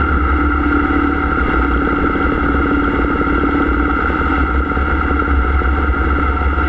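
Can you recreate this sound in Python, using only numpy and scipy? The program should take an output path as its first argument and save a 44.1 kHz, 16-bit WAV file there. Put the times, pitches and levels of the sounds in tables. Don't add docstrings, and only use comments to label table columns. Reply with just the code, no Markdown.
import sys
import numpy as np
from scipy import signal
from scipy.fft import rfft, irfft
from scipy.io import wavfile
from scipy.ndimage import uniform_filter1d

SR = 44100
rng = np.random.default_rng(int(sys.argv[2]) if len(sys.argv) > 2 else 0)


def wav_out(sig):
    wavfile.write(sys.argv[1], SR, np.round(np.clip(np.atleast_2d(sig).T, -1, 1) * 32767).astype(np.int16))


N = 294588

GEAR_ORDERS = (42, 72, 77)


def amp(db):
    return 10 ** (np.asarray(db) / 20)


def rms_one(x):
    return x / np.sqrt(np.mean(x ** 2) + 1e-20)


def in_time(rows):
    times, *columns = np.transpose(rows)
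    return [np.interp(np.arange(N) / SR, times, column) for column in columns]


def drift(corner_hz):
    r = np.exp(-80 * np.pi * corner_hz / SR)
    noise = rng.standard_normal(N // 40 + 2002)
    slow = signal.lfilter([1], [1, -2 * r, r * r], noise)[2000:]
    return np.interp(np.arange(N) / 40, np.arange(len(slow)), rms_one(slow))


def swell(middle_s, length_s):
    place = (np.arange(N) / SR - middle_s) / length_s
    return np.cos(np.pi * np.clip(place, -.5, .5)) ** 2


def resonate(x, hz, width_hz):
    r = np.exp(-np.pi * width_hz / SR)
    zeros = [(1 - r * r) / 2, 0, (r * r - 1) / 2]
    poles = [1, -2 * r * np.cos(2 * np.pi * hz / SR), r * r]
    return signal.lfilter(zeros, poles, x)


def each_cycle(cycles, place, spread_db, jitter_s):
    at = np.searchsorted(cycles, np.arange(int(cycles[-1])) + place % 1)
    chance = rng.standard_normal((len(at), 2)).clip(-2, 2)
    at = at + (jitter_s * SR * chance[:, 0]).astype(int)
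    clicks = np.full(N, 1e-18)
    clicks[np.clip(at, 0, N - 1)] = amp(spread_db * chance[:, 1])
    return clicks


def in_stages():
    # (start [s], exhaust pop [dB], second cylinder's pop re first [dB], frame ring [dB],
    # second blow re first [dB], orders 2, 3, 4, 5, 42, 72 and 77 [dB each], housing noise [dB],
    # its modes away from 1350 Hz [dB per octave])
    stages = [(0, -33, -7, -22, -1, -35, -36, -21, -44.5, -42.5, -27, -49.5, -19.5, 1.5),
              (.75, -31, -5, -18.5, 1.5, -34, -39, -22, -44, -37, -31, -45.5, -18.5, 2.5),
              (1.25, -27, -5, -26.5, -3, -34, -31, -25, -40, -40, -53, -53, -22.5, 1.4),
              (1.651, -23, -7, -19.5, -3.5, -35, -26.5, -30, -34.5, -43, -42.5, -38, -19, 2.3),
              (4.101, -24.5, -6, -30.5, -4, -38, -27, -23, -38, -39, -35.5, -33.5, -19.5, 2.8),
              (4.902, -25.5, -12, -31, 2, -42, -30, -20, -35, -37, -53, -42, -18.5, 1.9),
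              (5.799, -26, -12, -33, 2, -41, -30, -18, -33, -39, -53, -45, -19.5, 2.4)]
    change_s = 0.18
    ends = [row[0] - change_s for row in stages[1:]] + [N / SR]
    rows = []
    for row, end in zip(stages, ends):
        rows.append(row)
        rows.append((max(end, row[0] + .01), *row[1:]))
    return in_time(rows)


def roar():
    # (frequency [Hz], relative spectral level [dB])
    spectrum = [(12, -7.5), (24, -10), (45, -18.5), (61, -3.5), (78, -16.5), (108, -20.5), (140, -18),
                (290, -19), (520, -21), (620, -39.5), (750, -32.5), (1010, -40), (1370, -17), (2400, -50),
                (4600, -63)]
    hz, db = np.transpose(spectrum)
    grid = np.maximum(np.arange(N // 2 + 1) * SR / N, 1)
    colour = amp(np.interp(np.log(grid), np.log(hz), db, left=-40, right=-120))
    noise = irfft(rfft(rng.standard_normal(N)) * colour, N)
    return rms_one(noise) * amp(2.5 * drift(6.0))


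def housing(cycles, tilt_db):
    # (place in the cycle [0-1], knock into low, middle and upper mode groups [dB each])
    valves = [(.02, 0, -8, -12), (.31, -8, -1, -9), (.42, 1, -20, -20), (.625, -4, 0, -12),
              (.8, -8, -5, -4)]
    group_edges = (600, 1000, 1700, 2400)
    # (frequency [Hz], width of the first resonance pass [Hz], relative gain [dB])
    modes = [(292, 60, -2), (445, 85, -13.5), (762, 87, -14.5), (900.7, 92, -13.5), (1178, 150, -16),
             (1270, 55, -3), (1325, 70, -3), (1385, 90, 0), (1527.5, 130, -12), (2009, 152, -14),
             (2148, 124, -17), (2769, 210, -22), (3335, 320, -31.5), (3822, 100, -37), (4240, 130, -38),
             (5046, 440, -41.5), (5600, 590, -45), (7200, 620, -29.5), (7670, 76, -22)]
    decay_s, spread_db, jitter_s = .003, 2.5, .00003
    knock_gain_db, rattle_db = 24, 1

    fade = np.exp(-1 / (decay_s * SR))
    clicks = np.array([each_cycle(cycles, row[0], spread_db, jitter_s) for row in valves])
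    group_knocks = amp(np.array(valves)[:, 1:]).T @ clicks
    knocks = [np.zeros(N), *group_knocks, np.zeros(N)]
    white, gust, out = rng.standard_normal((3, N)), drift(27.0), 0
    for k, (hz, width, db) in enumerate(modes):
        knock = knocks[np.searchsorted(group_edges, hz)]
        rattle = 1 + amp(rattle_db) * signal.lfilter([1], [1, -fade], knock + 1e-18)
        flutter = amp(0.67 * gust + 0.5 * drift(16.0))
        wind = white[k % 3] * rattle * flutter
        force = wind + amp(knock_gain_db) * knock * (-1) ** k
        gain = amp(db + tilt_db * abs(np.log2(hz / 1350)))
        out = out + gain * resonate(resonate(force, hz, width), hz, 0.93 * width)
    return rms_one(out)


def faint_clicks():
    # (time [s], peak level [dB])
    click_table = [(1.4942, -32), (1.737, -30), (1.7736, -26.5), (1.8494, -32), (1.962, -31), (2.1557, -31),
                   (2.227, -30), (2.5218, -37), (2.7433, -37), (2.842, -29), (2.9548, -33), (3.2696, -33),
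                   (3.3954, -30), (3.5101, -32), (3.6213, -30), (3.7341, -41), (3.8563, -34), (3.911, -31)]
    centre_hz, width_hz = 3236, 300
    times, peak_db = np.transpose(click_table)
    impulses = np.full(N, 1e-18)
    impulses[(times * SR).astype(int)] = amp(peak_db) * SR / (2 * np.pi * width_hz)
    return np.e * resonate(resonate(impulses, centre_hz, width_hz), centre_hz, width_hz)


def jolts():
    # (time [s], level before rise and decay [dB])
    joints = [(5.366, -8), (5.548, -15), (5.891, -10.5), (6.461, -15)]
    mode_hz, width_hz, rise_s = 61, 4, .004
    since = np.maximum(np.arange(N) / SR - np.array(joints)[:, :1], 0)
    envelope = (1 - np.exp(-since / rise_s)) * np.exp(-np.pi * width_hz * since)
    return -amp(np.array(joints)[:, 1]) @ (envelope * np.sin(2 * np.pi * mode_hz * since))


def low_hum_swells():
    # (middle [s], length [s], frequency [Hz], RMS level at the top before drift [dB])
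    hums = [(.3441, 1.0, 65, -18.5), (.7514, 1.0, 59, -25.5), (1.6125, 1.0, 60.5, -19),
            (2.5108, 1.0, 66, -23.5), (2.9461, .7, 61, -23), (3.3772, .45, 63, -22),
            (3.8192, .45, 59, -18.5), (3.8343, 1.0, 66.5, -24), (4.5437, 1.0, 66, -19),
            (4.7192, .7, 62.5, -21.5), (5.1392, .3, 59.5, -22), (5.3657, 1.0, 65.5, -18.5),
            (5.7043, .3, 65, -21), (6.3187, 1.0, 65, -24.5)]
    t = np.arange(N) / SR
    total = 0
    for middle, length, hz, db in hums:
        total = total + amp(db) * swell(middle, length) * np.cos(2 * np.pi * hz * (t - middle))
    return np.sqrt(2) * amp(1.4 * drift(9.1)) * total


def shaking(cycles, order_db):
    start_turns = {2: .1, 3: .45, 4: .29, 5: .2, 10: .15, 42: .2, 72: .1, 77: .1}
    total = 0
    for order, db in order_db.items():
        turns = order * cycles + start_turns[order]
        total = total + np.sqrt(2) * amp(db) * np.cos(2 * np.pi * turns)
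    return total


def firings(cycles, pop_db, second_db, ring_db, second_blow_db):
    firing_places = [(.146, .19), (.685, .69)]
    # (frequency [Hz], width [Hz], relative gain [dB])
    pipe_modes = [(140, 60, -1), (190, 90, 5), (235, 55, 4), (352, 80, -2), (428, 80, 2.5), (467, 50, 3),
                  (515, 60, -7)]
    # (frequency [Hz], width of the first resonance pass [Hz], relative gain [dB])
    frame_modes = [(289, 18, 6), (323, 17, -2)]
    spread_db, jitter_s = 1.8, .0001
    crack_from_hz, crack_lead_s, second_crack_db = 300, .0015, -8
    echo_s, echo_db = 0.00857, -10.5

    first, second = (each_cycle(cycles, pop, spread_db, jitter_s) for pop, _ in firing_places)
    puffs = first + amp(second_db) * second
    cracks = first + amp(second_db + second_crack_db) * second
    cracks = np.roll(cracks, -int(crack_lead_s * SR))
    cracks = cracks + amp(echo_db) * np.roll(cracks, int(echo_s * SR))
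    first, second = (each_cycle(cycles, blow, spread_db, jitter_s) for _, blow in firing_places)
    blows = first + amp(second_blow_db) * second

    pop = 0
    for hz, width, db in pipe_modes:
        source = cracks if hz > crack_from_hz else puffs
        pop = pop + amp(db) * resonate(source, hz, width)
    ring = 0
    for hz, width, db in frame_modes:
        ring = ring + amp(db) * resonate(resonate(blows, hz, width), hz, 5.3 * width)
    soft = signal.butter(6, 545, fs=SR, output="sos")
    return signal.sosfilt(soft, amp(pop_db) * rms_one(pop) + amp(ring_db) * rms_one(ring))


def scene():
    # (time [s], four-stroke cycle rate [Hz]); the crank turns twice a cycle
    speed = [(0, 18.808), (.95, 18.056), (1.43, 18.066), (1.9, 17.85), (3.85, 18.042), (6.68, 17.397)]
    steady_orders = {10: -42}
    stage_orders = (2, 3, 4, 5, *GEAR_ORDERS)
    # (middle [s], length [s], rise at the middle [dB])
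    gusts = [(1.5, 0.68, 5), (4.212, 1, 3)]
    roar_db = -26

    cycles = np.cumsum(in_time(speed)[0]) / SR
    pop_db, second_db, ring_db, second_blow_db, *order_db, housing_db, tilt_db = in_stages()
    housing_db = housing_db + sum(db * swell(middle, length) for middle, length, db in gusts)
    orders = dict(zip(stage_orders, order_db))
    for order in GEAR_ORDERS:
        orders[order] = orders[order] + 3 * drift(12.0)
    engine = firings(cycles, pop_db, second_db, ring_db, second_blow_db)
    engine = engine + shaking(cycles, {**steady_orders, **orders})
    air = amp(housing_db) * housing(cycles, tilt_db) + amp(roar_db) * roar()
    return (engine + low_hum_swells() + jolts() + air + faint_clicks())[None]


def record(dry):
    lopsided = 0.053
    target_db, share = -7.5, 0.83
    release_db_s, attack_s = 42.5, 0.00095
    extra_bass_db = -12
    seal_hz, cutoff_hz = 4063, 8100

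    bass = signal.sosfilt(signal.butter(2, 110, fs=SR, output="sos"), dry[0])
    dry = dry + lopsided * (bass ** 2 - uniform_filter1d(bass ** 2, size=2000))
    level_db = 20 * np.log10(np.abs(dry[0] + amp(extra_bass_db) * bass) + 1e-6)
    ramp = release_db_s * np.arange(N) / SR
    held_db = np.maximum.accumulate(level_db + ramp) - ramp
    r = np.exp(-1 / (attack_s * SR))
    wanted_db = share * (target_db - held_db).clip(-30, 3)
    gain_db = signal.lfilter([1 - r], [1, -r], wanted_db)
    wet = 1.137 * np.tanh(dry * amp(gain_db + 3.5) / 1.332)
    wet = signal.sosfilt(signal.butter(5, seal_hz, fs=SR, output="sos"), wet)
    return signal.sosfilt(signal.cheby2(18, 50, cutoff_hz, fs=SR, output="sos"), wet)


dry = scene()
out = record(dry)
wav_out(out)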